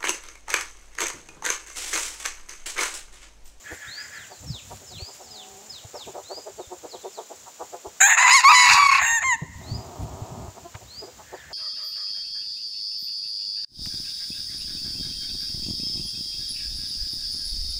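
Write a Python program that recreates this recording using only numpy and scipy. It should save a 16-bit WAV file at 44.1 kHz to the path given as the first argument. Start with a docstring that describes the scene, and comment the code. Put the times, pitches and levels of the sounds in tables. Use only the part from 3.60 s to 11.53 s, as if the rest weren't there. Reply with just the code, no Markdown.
"""A wire pen under trees: a rooster crows once, close by, as two wavering membranes and a rasp in a moving throat.
Around it other roosters cluck, moan and growl softly, as voiced notes shaped by throat resonances.
Further off wild birds whistle in pure glides and chatter in pulsed notes; insects, as coloured noise,
buzz steadily near 7 kHz. Dry leaves crack in short bursts, and light air bumps the microphone."""
import sys
import numpy as np
from scipy import signal
from scipy.fft import rfft, irfft, next_fast_len
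from scipy.io import wavfile
from scipy.ndimage import uniform_filter1d

SR = 44100
rng = np.random.default_rng(int(sys.argv[2]) if len(sys.argv) > 2 else 0)


def unload_audio(sound):
    """Save the sound as a 16-bit wav file, at the path given as the first command line argument."""
    columns = np.transpose(np.atleast_2d(sound))
    # keep every value between -1 and 1, then stretch to whole-number steps
    steps = np.round(np.clip(columns, -1, 1) * 32767)
    wavfile.write(sys.argv[1], SR, steps.astype(np.int16))


N = 349713
TIME = np.arange(N) / SR


def undb(db):
    """Decibels to amplitude gain."""
    return 10 ** (np.asarray(db) / 20)


def curves(table):
    """Each column after the time column, as a control line through time."""
    times_s, *columns = np.transpose(table)
    return [np.interp(TIME, times_s, column) for column in columns]


def gate(table, fade_s):
    """Open from the first row of a table to its last, with straight fades."""
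    inside_s = np.minimum(TIME - table[0][0], table[-1][0] - TIME)
    return np.clip(inside_s / fade_s + .5, 0, 1)


def unit(x):
    """Scale to rms 1."""
    return x / np.sqrt(np.mean(x ** 2) + 1e-18)


def even(x, size):
    """Hold the short-term rms near 1; size is the averaging length in samples."""
    power = uniform_filter1d(uniform_filter1d(x ** 2, size), size)
    return x / np.sqrt(np.abs(power) + 1e-12)


def colour(x, spectrum):
    """Filter by a (pitch_hz, level_db) spectrum that falls away past its ends."""
    hz, db = np.transpose(spectrum)
    size = next_fast_len(len(x))
    f = np.arange(size // 2 + 1) * SR / size + 1
    gain = undb(np.interp(np.log(f), np.log(hz), db))
    gain = gain / np.hypot(1, (.7 * hz[0] / f) ** 4)
    gain = gain / np.hypot(1, (f / hz[-1] * .7) ** 4)
    return irfft(rfft(x, size) * gain, size)[:len(x)]


def band(x, lo_hz, hi_hz, order=2):
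    """Band-pass; order 1 is a single resonance."""
    edges_hz = [max(lo_hz, 10), min(hi_hz, SR * .45)]
    return signal.sosfilt(signal.butter(order, edges_hz, "band", fs=SR, output="sos"), x)


def walk(rate_hz, size=N):
    """Smooth chance: random points, rate_hz of them a second, joined by straight lines."""
    steps = np.arange(size) * rate_hz / SR
    count = int(steps[-1]) + 2
    return 1.2 * np.interp(steps, np.arange(count), rng.standard_normal(count))


def pulses(hz, rough, jitter=0.36, scatter_db=4):
    """One push of air per cycle; roughness scatters their moments and sizes."""
    at = np.flatnonzero(np.diff(np.floor(np.cumsum(hz) / SR)))
    chance = rng.standard_normal((len(at), 2)).T * (rough * np.ones(len(hz)))[at]
    moved = np.clip(at + jitter * chance[0] * SR / hz[at], 0, len(hz) - 1).astype(int)
    return np.bincount(moved, undb(scatter_db * chance[1]), len(hz))


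def add(track, start_s, sound):
    """Mix a sound into a track at a time."""
    i = max(int(start_s * SR), 0)
    track[i:i + len(sound)] += sound[:N - i]


def bursts(table, texture):
    """Rounded bursts, one per (start_s, length_s, level_db), opening onto a steady texture."""
    envelope = np.zeros(N)
    for start_s, length_s, level_db in table:
        add(envelope, start_s, undb(level_db) * np.sqrt(np.abs(np.hanning(int(length_s * SR)))))
    return envelope * unit(texture)


# still air under the trees, as the microphone hears it: pitch_hz, relative level_db
AIR_SPECTRUM = [(88, -42), (150, -10.5), (436, -6), (509, -4), (607, -3), (681, -5), (1980, -9.5),
                (5540, -8), (7130, -6.5), (10100, -27), (15500, -14)]
# insects all around: time_s, level_db (trimmed by insect_db)
INSECT_LEVELS = [(0, -48), (4.4, -49), (5.7, -49.5), (6.3, -52.5), (7.9, -54)]
# colour of the insect chorus: pitch_hz, relative level_db
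INSECT_SPECTRUM = [(4500, -26), (5800, -10.5), (6600, -5), (7100, 0.5), (7700, -5.5), (8400, -15.5),
                   (10000, -22)]


def woodland(air_db=-51, insect_db=-2):
    """Still air and a chorus of insects are shaped noise; the insects have a fine flutter."""
    air = unit(colour(rng.standard_normal(N), AIR_SPECTRUM)) * undb(air_db + .5 * walk(3.83))
    buzz = unit(colour(rng.standard_normal(N), INSECT_SPECTRUM))
    flutter = undb(1.5 * walk(180) + .5 * walk(18))
    return air + buzz * flutter * undb(curves(INSECT_LEVELS)[0] + insect_db)


# air rumbling at the microphone: time_s, level_db (trimmed by rumble_db)
RUMBLE_LEVELS = [(.5, -60), (.9, -46.5), (1.7, -62), (3, -62.5), (3.7, -70.5), (4.8, -63.5), (5.2, -43),
                 (5.7, -46.5), (5.9, -39), (7, -44.5), (7.9, -56)]
# colour of that rumble: pitch_hz, relative level_db
RUMBLE_SPECTRUM = [(25, -63), (60, -1.5), (110, -2), (180, -11), (300, -16), (500, -73.5)]
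# strongest bumps of air on the microphone: start_s, peak level_db (before ringing and bump_db), pitch_hz
AIR_BUMPS = [(0.122, -35, 80.5), (0.902, -21, 125), (1.132, -35, 100), (1.421, -27.5, 84),
             (2.248, -34.5, 105), (3.072, -42, 75), (4.269, -41, 74), (5.82, -15.5, 149.6),
             (5.955, -29, 83.3), (6.115, -17, 102), (6.15, -25, 106), (6.409, -27.5, 113),
             (6.618, -22.5, 96), (6.718, -28, 139), (6.88, -29, 98), (7.149, -29.5, 101)]


def buffeting(rumble_db=-3, bump_db=-1, rise_s=0.005, patchy_db=7):
    """Air eddies at the microphone: a patchy noise rumble with single low, dying bumps."""
    rumble = even(colour(rng.standard_normal(N), RUMBLE_SPECTRUM), size=3000)
    out = rumble * undb(curves(RUMBLE_LEVELS)[0] + rumble_db + patchy_db * walk(21))
    t = np.arange(SR // 10) / SR
    push = t / rise_s * np.exp(1 - t / rise_s)  # peaks at rise_s, then dies away
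    for start_s, level_db, pitch_hz in AIR_BUMPS:
        add(out, start_s, undb(level_db + bump_db) * push * np.sin(2 * np.pi * pitch_hz * t))
    return out


# runs of harsh notes from a far bird: start_s, count of notes, note length_s, level_db
CHATTER_RUNS = [(0.032, 4, 0.093, -45.5), (7.576, 1, 0.43, -57)]
# colour of the far bird's voice: pitch_hz, relative level_db
CHATTER_SPECTRUM = [(1250, -10.5), (1620, 9), (1830, 8), (2150, 0.5), (2900, -14), (3350, -5), (3800, -50)]


def chatter(period_s=0.1565, pulse_hz=260.0):
    """Evenly spaced notes open onto a coloured, slightly irregular train of pulses."""
    notes = []
    for start_s, count, length_s, level_db in CHATTER_RUNS:
        for i in range(count):
            notes.append((start_s + i * period_s, length_s, level_db))
    return bursts(notes, colour(pulses(np.full(N, pulse_hz), .25), CHATTER_SPECTRUM))


# feet in dry leaves: start_s, length_s, level_db
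LEAF_RUSTLES = [(.1, 0.079, -49), (1.02, 0.21, -51), (1.53, 0.055, -50.5), (6.4, .06, -54)]
# a peck at the ground: start_s, length_s, level_db
GROUND_PECK = [(7.141, 0.021, -39)]


def leaves():
    """Dense, tiny cracks of uneven size make the dry leaves and, in a lower band, one peck."""
    cracks = rng.standard_normal(N) * (rng.random(N) < .2) * undb(2 * rng.exponential(size=N))
    rustles = bursts(LEAF_RUSTLES, band(cracks, 1200, 8600, order=1))
    return rustles + bursts(GROUND_PECK, band(cracks, 580, 2150))


# clucks of the near roosters: start_s, peak level_db, throat resonance_hz (before arch and droop),
# upper resonance level_db relative to the throat's
CLUCK_NOTES = [(.112, -31, 353, -17), (.708, -35.5, 545, -5), (.826, -43.5, 426, -29),
               (.94, -41.5, 440, -3), (1.108, -31, 510, -2), (1.212, -44.5, 520, -24),
               (1.31, -40.5, 556, -30), (1.397, -40, 510, -26), (1.481, -38, 410, -2), (1.6, -37, 680, -28),
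               (2.235, -43, 616, -11), (2.344, -30.5, 320, -24), (2.397, -40.5, 730, 0),
               (2.473, -30.5, 345, -10), (2.548, -28, 570, -41), (2.574, -28.5, 576, -6.5),
               (2.704, -27.5, 584, -33), (2.769, -30, 530, -16), (2.865, -28, 530, -20),
               (2.988, -26, 465, -19), (3.115, -27.5, 430, -9), (3.238, -30, 480, -30),
               (3.335, -29, 433, -9.5), (3.445, -25.5, 454, -13), (3.58, -24.5, 493, -6.5),
               (3.705, -31.5, 590, -17), (3.865, -36, 450, 17), (4.003, -24.5, 460, -2),
               (4.132, -28.5, 586, -37), (4.25, -28, 400, -7), (5.815, -29, 326, -12),
               (7.146, -39.5, 448, -1), (7.211, -40, 584, -21), (7.42, -32, 338, -24),
               (7.472, -36, 513, -27), (7.59, -36.5, 447, 28), (7.728, -27, 447, -8),
               (7.905, -37.5, 535, -5)]


def clucks(crest_s=0.011, swell_s=0.015, fade_s=.021, pulse_hz=185, arch=0.1626, droop_per_s=4,
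           width_hz=200, upper_hz=950, upper_width_hz=380, top_hz=1520):
    """Short voiced notes; pitch and throat resonance arch with the push of air and droop."""
    out = np.zeros(N)
    t = np.arange(-SR // 20, SR // 20) / SR  # zero at the crest of the note
    push = 1 / (1 + (t / np.where(t < 0, swell_s, fade_s)) ** 2) ** 1.64 * np.hanning(len(t))
    lift = (1 + arch * (push - .8)) * np.exp(-droop_per_s * t)
    k = np.arange(2, 11)[:, None]  # harmonic numbers
    for start_s, level_db, throat_hz, upper_db in CLUCK_NOTES:
        waver = 1 + 0.0952 * walk(294.0, size=len(t))
        pitch = pulse_hz * undb(rng.standard_normal()) * lift * waver
        throat = 1 / (1 + 2j * (k * pitch - throat_hz * lift) / width_hz)
        upper = undb(upper_db) / (1 + 2j * (k * pitch - upper_hz * lift) / upper_width_hz)
        dulling = np.hypot(1, (k * pitch / top_hz) ** 4)
        # each harmonic starts at a random phase, which softens the pulses
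        partials = np.exp(2j * np.pi * (k * np.cumsum(pitch) / SR + rng.random(k.shape)))
        note = push * ((throat - upper) / dulling * partials).real.sum(axis=0)
        add(out, start_s + crest_s + t[0], note / np.abs(note).max() * undb(level_db))
    return out


def whistles(table, bend, crest, hook_hz, tail, flutter_db=3):
    """Pure glides: bend curves the sweep, the hook kinks it; loudest at share crest, tail near the end."""
    out = np.zeros(N)
    for start_s, length_s, start_hz, end_hz, level_db in table:
        u = np.linspace(0, 1, int(length_s * SR))
        hz = start_hz + (end_hz - start_hz) * u ** bend + hook_hz * np.sin(3 * np.pi * u)
        hz = hz * (1 + 0.0059 * walk(250.0, size=len(u)))
        swell = np.interp(u, [0, crest, .93, 1], [.1, 1, tail, 0])
        gain = undb(level_db + flutter_db * walk(62.2, size=len(u)))
        add(out, start_s, gain * swell * np.sin(2 * np.pi * np.cumsum(hz) / SR))
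    return out


# falling whistles, further off: start_s, length_s, start pitch_hz, end pitch_hz, level_db
FALLING_NOTES = [(.245, .12, 5280, 2210, -51), (.515, .15, 5130, 2120, -48.5), (.7, 0.098, 4630, 3600, -58),
                 (.86, 0.15, 5450, 2010, -43.5), (1.26, 0.14, 5300, 1990, -46),
                 (1.62, .13, 5400, 2870, -56), (1.7, .15, 5030, 2220, -44.5),
                 (2.09, 0.11, 5100, 2700, -42.5), (2.34, .12, 5510, 2040, -43.5),
                 (2.97, 0.1, 4430, 3000, -55), (3.288, .077, 5080, 2960, -46),
                 (3.39, .095, 3960, 3350, -55), (3.522, 0.077, 5250, 2970, -47.5),
                 (7.74, 0.083, 4770, 2660, -55)]


def falling_whistles():
    """Glides that swell quickly, hold their level and sweep down."""
    return whistles(FALLING_NOTES, bend=1.5, crest=0.1, hook_hz=182, tail=0.99)


# rising whistles, further off: start_s, level_db
RISING_NOTES = [(0.269, -37.5), (1.336, -39), (2.635, -37.5), (6.02, -41), (7.26, -40)]


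def rising_whistles(length_s=.16, start_hz=3310, end_hz=5086):
    """Glides of one shape that swell as they sweep up."""
    notes = [(start_s, length_s, start_hz, end_hz, level_db) for start_s, level_db in RISING_NOTES]
    return whistles(notes, bend=.65, crest=0.6, hook_hz=10, tail=0.86)


def drawn_out_voice(pitch, levels, throat):
    """A train of rough pulses through (pitch_hz, width_hz, level_db) throat resonances."""
    source = pulses(*curves(pitch), jitter=0.242, scatter_db=5.0)
    voice = np.zeros(N)
    for hz, width_hz, db in throat:
        voice += undb(db) * band(source, hz - width_hz / 2, hz + width_hz / 2, order=1)
    voice = even(band(voice, 188, 1000, order=3), size=1500)
    return voice * undb(curves(levels)[0]) * gate(levels, fade_s=0.027)


# a low moan near the microphone: time_s, level_db
MOAN_LEVELS = [(1.63, -58), (1.8, -52), (2.02, -53.5), (2.13, -59.5)]
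# pulses of the moan: time_s, pulse rate_hz, roughness 0-1
MOAN_PULSES = [(1.63, 236.4, 0.24), (1.77, 207.2, 0.12), (1.98, 195.6, 0.19), (2.08, 220.3, 0.23)]


def moan():
    """Fairly regular pulses excite two narrow throat resonances and a broad low one."""
    return drawn_out_voice(MOAN_PULSES, MOAN_LEVELS, [(378, 260, 10), (617, 48, 0.0), (750, 20, 17.5)])


def membrane(hz, rough, waver=0.013, tremor=0.00201, slope=0.39, count=11):
    """One vibrating side of the syrinx; roughness throws flutter sidebands around each harmonic."""
    wavering_hz = hz * (1 + (tremor + waver * rough) * walk(450))
    turn = np.exp(2j * np.pi * np.cumsum(wavering_hz) / SR)
    partial, out = 1, 0
    for k in range(1, count + 1):
        partial = partial * turn
        out = out + partial.real / k ** slope * undb(2 * walk(40)) * (1 + rough * walk(500))
    return unit(out)


# syllables of the close crow: start_s, end_s, attack_s, release_s, start effort_db, end effort_db
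CROW_SYLLABLES = [(4.403, 4.579, 0.013, 0.048, 4, -2), (4.565, 4.829, 0.013, 0.072, 0, 3),
                  (4.826, 5.605, 0.03, 0.026, 2, -3.5), (5.601, 5.761, 0.026, 0.031, -5.5, -0.5)]


def effort(growth):
    """Each syllable has an attack, a steady swell or sag, and a release."""
    out = np.zeros(N)
    for start_s, end_s, attack_s, release_s, start_db, end_db in CROW_SYLLABLES:
        t = np.arange(int((end_s - start_s) * SR)) / SR
        edges = np.minimum(np.minimum(t / attack_s, t[::-1] / release_s), 1)
        add(out, start_s, edges * undb(growth * np.linspace(start_db, end_db, len(t))))
    return out


# first side of the close rooster's syrinx, one list per syllable: time_s, pitch_hz, roughness (held to 0-1)
FIRST_SIDE = [
    [(4.405, 739.5, 0.84), (4.425, 788, 0.48), (4.457, 806.6, 0.1), (4.475, 887, 0.72), (4.55, 895, 0.83)],
    [(4.572, 845, 1), (4.615, 1030, 0.64), (4.7, 976.5, 0.82), (4.728, 1007, 0.26), (4.756, 1118, 0.17),
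     (4.79, 957, 0.22), (4.815, 900, 1.14)],
    [(4.838, 935, 1), (4.852, 958, 0.08), (4.878, 971.5, .1), (4.895, 968, 0.8), (4.962, 1004, .25),
     (5.1, 972, 0.78), (5.29, 939.4, .42), (5.42, 914.5, 0.94), (5.565, 925, 0.11), (5.6, 831, 0.54)],
    [(5.628, 1006, 1.09), (5.646, 1064, 0.06), (5.685, 1050, 0), (5.76, 869, 0.27)],
]
# second side of the syrinx: time_s, pitch_hz, share of the voice 0-1
SECOND_SIDE = [(4.82, 935, 0.02), (4.845, 1078, 1), (4.872, 1108, 1), (4.905, 1274, .95), (4.935, 1150, .7),
               (4.955, 1094, .05), (5.13, 1105, .25), (5.195, 1155, 0.98), (5.32, 1081, 1), (5.39, 1098, 1),
               (5.43, 812, 0.06), (5.62, 779.4, 0)]
# beak: time_s, opening 0-1
BEAK_OPENING = [(4.55, 0), (4.58, 0.68), (4.68, 0.7), (4.72, 0.92), (5.385, 0.97), (5.425, 0), (5.59, 0),
                (5.63, 0.4)]
# throat and beak half closed, then wide open: pitch_hz, relative level_db
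NARROW_SPECTRUM = [(500, 5.5), (780, 8.5), (1250, 3), (1800, 12.5), (2650, 2), (3150, -11), (3850, 5),
                   (5200, -38), (5900, -31), (6600, 8), (7400, 1), (8800, -32.5), (11500, -12), (15000, -2)]
WIDE_SPECTRUM = [(550, -47), (800, -1.5), (1080, 3), (1450, -3.5), (2100, -5.5), (2650, 5.5), (3200, -28.5),
                 (4000, -9.5), (4900, -9.5), (5500, -21), (6800, -30), (7600, -34), (10000, -33),
                 (15000, -49)]
# edges of the throat bands, low to high: pitch_hz
THROAT_BAND_EDGES = [660, 1400, 3200, 5600, 10000, 16000]
# throat bands, low to high: narrow beak level_db, half open level_db, wide level_db,
# change_db when the second side sings, growth in dB per dB of effort, share of the throb 0-1
THROAT_BANDS = [(-29, -21.5, -22.5, 9.5, 1.5, 1), (-18, -19, -16, -2, 1.13, 0.14),
                (-40, -45, -21, -2, 1.5, 0.92), (-20, -27, -22, -8.5, 1.9, 0.01),
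                (-41, -58.5, -42.5, -3, 2, .1)]


def crow(rasp_top_hz=8500, breakup=0.141, flicker_db=2.3, hiss_db=-15, second_rough=0.63,
         second_calms=0.13, throb_hz=32, throb_crest_s=5.326, throb_middle_s=5.345, throb_spread_s=0.13):
    """Two membranes sing against each other and break into a rasp; effort and beak shape the throat."""
    hz, rough = curves(sum(FIRST_SIDE, []))
    second_hz, share = curves(SECOND_SIDE)
    opening = curves(BEAK_OPENING)[0]
    rough = np.clip(rough * (1 + breakup * walk(110)), 0, 1)

    # as the air runs low, the second side drops out in regular throbs
    depth = np.exp(-((TIME - throb_middle_s) / throb_spread_s) ** 2)
    dip = depth * np.sin(np.pi * throb_hz * (TIME - throb_crest_s)) ** 2
    first = np.sqrt(1 - share) * membrane(hz, rough)
    second = np.sqrt(share) * (1 - dip) * membrane(second_hz, second_rough * rough)

    flap_hz = hz + share * (second_hz - hz)
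    flaps = pulses(flap_hz, 0.93, jitter=.25, scatter_db=0.0) * undb(3.95 * walk(200))
    rasp = unit(band(flaps, 530, rasp_top_hz, order=1)) * (1 - second_calms * share)
    hiss = undb(hiss_db + 4.8 * walk(150)) * unit(band(rng.standard_normal(N), 6800, 14500))
    source = np.sqrt(1 - rough ** 2) * (first + second) + rough ** 2 * rasp + hiss
    voice = (1 - opening) * colour(source, NARROW_SPECTRUM) + opening * colour(source, WIDE_SPECTRUM)

    out = np.zeros(N)
    for lo_hz, hi_hz, settings in zip(THROAT_BAND_EDGES, THROAT_BAND_EDGES[1:], THROAT_BANDS):
        narrow_db, half_db, wide_db, second_db, growth, sway = settings
        db = np.interp(opening, [0, .5, 1], [narrow_db, half_db, wide_db])
        db = db + share * second_db + flicker_db * rough * walk(80)
        level_voice = even(band(voice, lo_hz, hi_hz, order=5), size=400)
        out += level_voice * undb(db) * effort(growth) * (1 - sway * dip)
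    return out


# a rattling growl near the microphone: time_s, level_db
GROWL_LEVELS = [(5.999, -49.5), (6.25, -44), (6.5, -44), (6.88, -43.5), (6.935, -62), (6.98, -42),
                (7.027, -62), (7.062, -37), (7.09, -64)]
# pulses of the growl: time_s, pulse rate_hz, roughness 0-1
GROWL_PULSES = [(6.0, 169.1, .8), (6.25, 199, .5), (6.38, 171.9, .6), (6.5, 201.9, 0.54),
                (6.87, 158.2, 0.46), (6.9, 334, 0.12), (6.97, 203.3, 0.698), (7.02, 197, 0.42),
                (7.045, 342, 0.065)]


def growl():
    """Rough, uneven pulses rattle through three broad throat resonances."""
    return drawn_out_voice(GROWL_PULSES, GROWL_LEVELS, [(382, 185, 0.9), (670, 150, 0.82), (1016, 480, -1.1)])


def trees(x, wet_db, t60_s, top_hz):
    """Trunks and foliage scatter a thin, dull tail of decaying noise."""
    t = np.arange(SR) / SR
    decay = undb(-60 * t / t60_s) * (1 - np.exp(-t / 0.0011))
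    tail = band(rng.standard_normal(SR), 390, top_hz) * decay
    return x + undb(wet_db) * signal.fftconvolve(x, tail / np.linalg.norm(tail))[:N]


def scene():
    """Roosters near the microphone, wild birds far, insects all around."""
    far_chatter = trees(chatter(), wet_db=0.5, t60_s=0.5, top_hz=3850)
    soft = trees(clucks() + moan() + growl(), wet_db=-15, t60_s=0.13, top_hz=2030)
    far_whistles = trees(falling_whistles() + rising_whistles(), wet_db=-8.5, t60_s=0.37, top_hz=7040)
    loud = trees(undb(5.5) * crow(), wet_db=-21.0, t60_s=0.78, top_hz=6840)
    return (woodland() + buffeting() + far_chatter + leaves() + soft + far_whistles + loud)[None]


def record(dry, duck_db=5.5, duck_above_db=-13.5, hold_s=0.17, recover_s=0.052, top_hz=15650):
    """The recorder lowers its gain while loud, holds, recovers, rounds the highest peaks and cuts the top."""
    loud = uniform_filter1d(dry[0] ** 2, size=200) > undb(duck_above_db) ** 2
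    since_loud_s = TIME - np.maximum.accumulate(np.where(loud, TIME, -np.inf))
    duck = np.exp(-np.maximum(since_loud_s - hold_s, 0) / recover_s)
    out = dry * undb(-duck_db * duck)
    out = out / (1 + out ** 8) ** .125
    return signal.sosfilt(signal.ellip(10, .2, 80, top_hz, fs=SR, output="sos"), out)


dry = scene()
out = record(dry)
unload_audio(out)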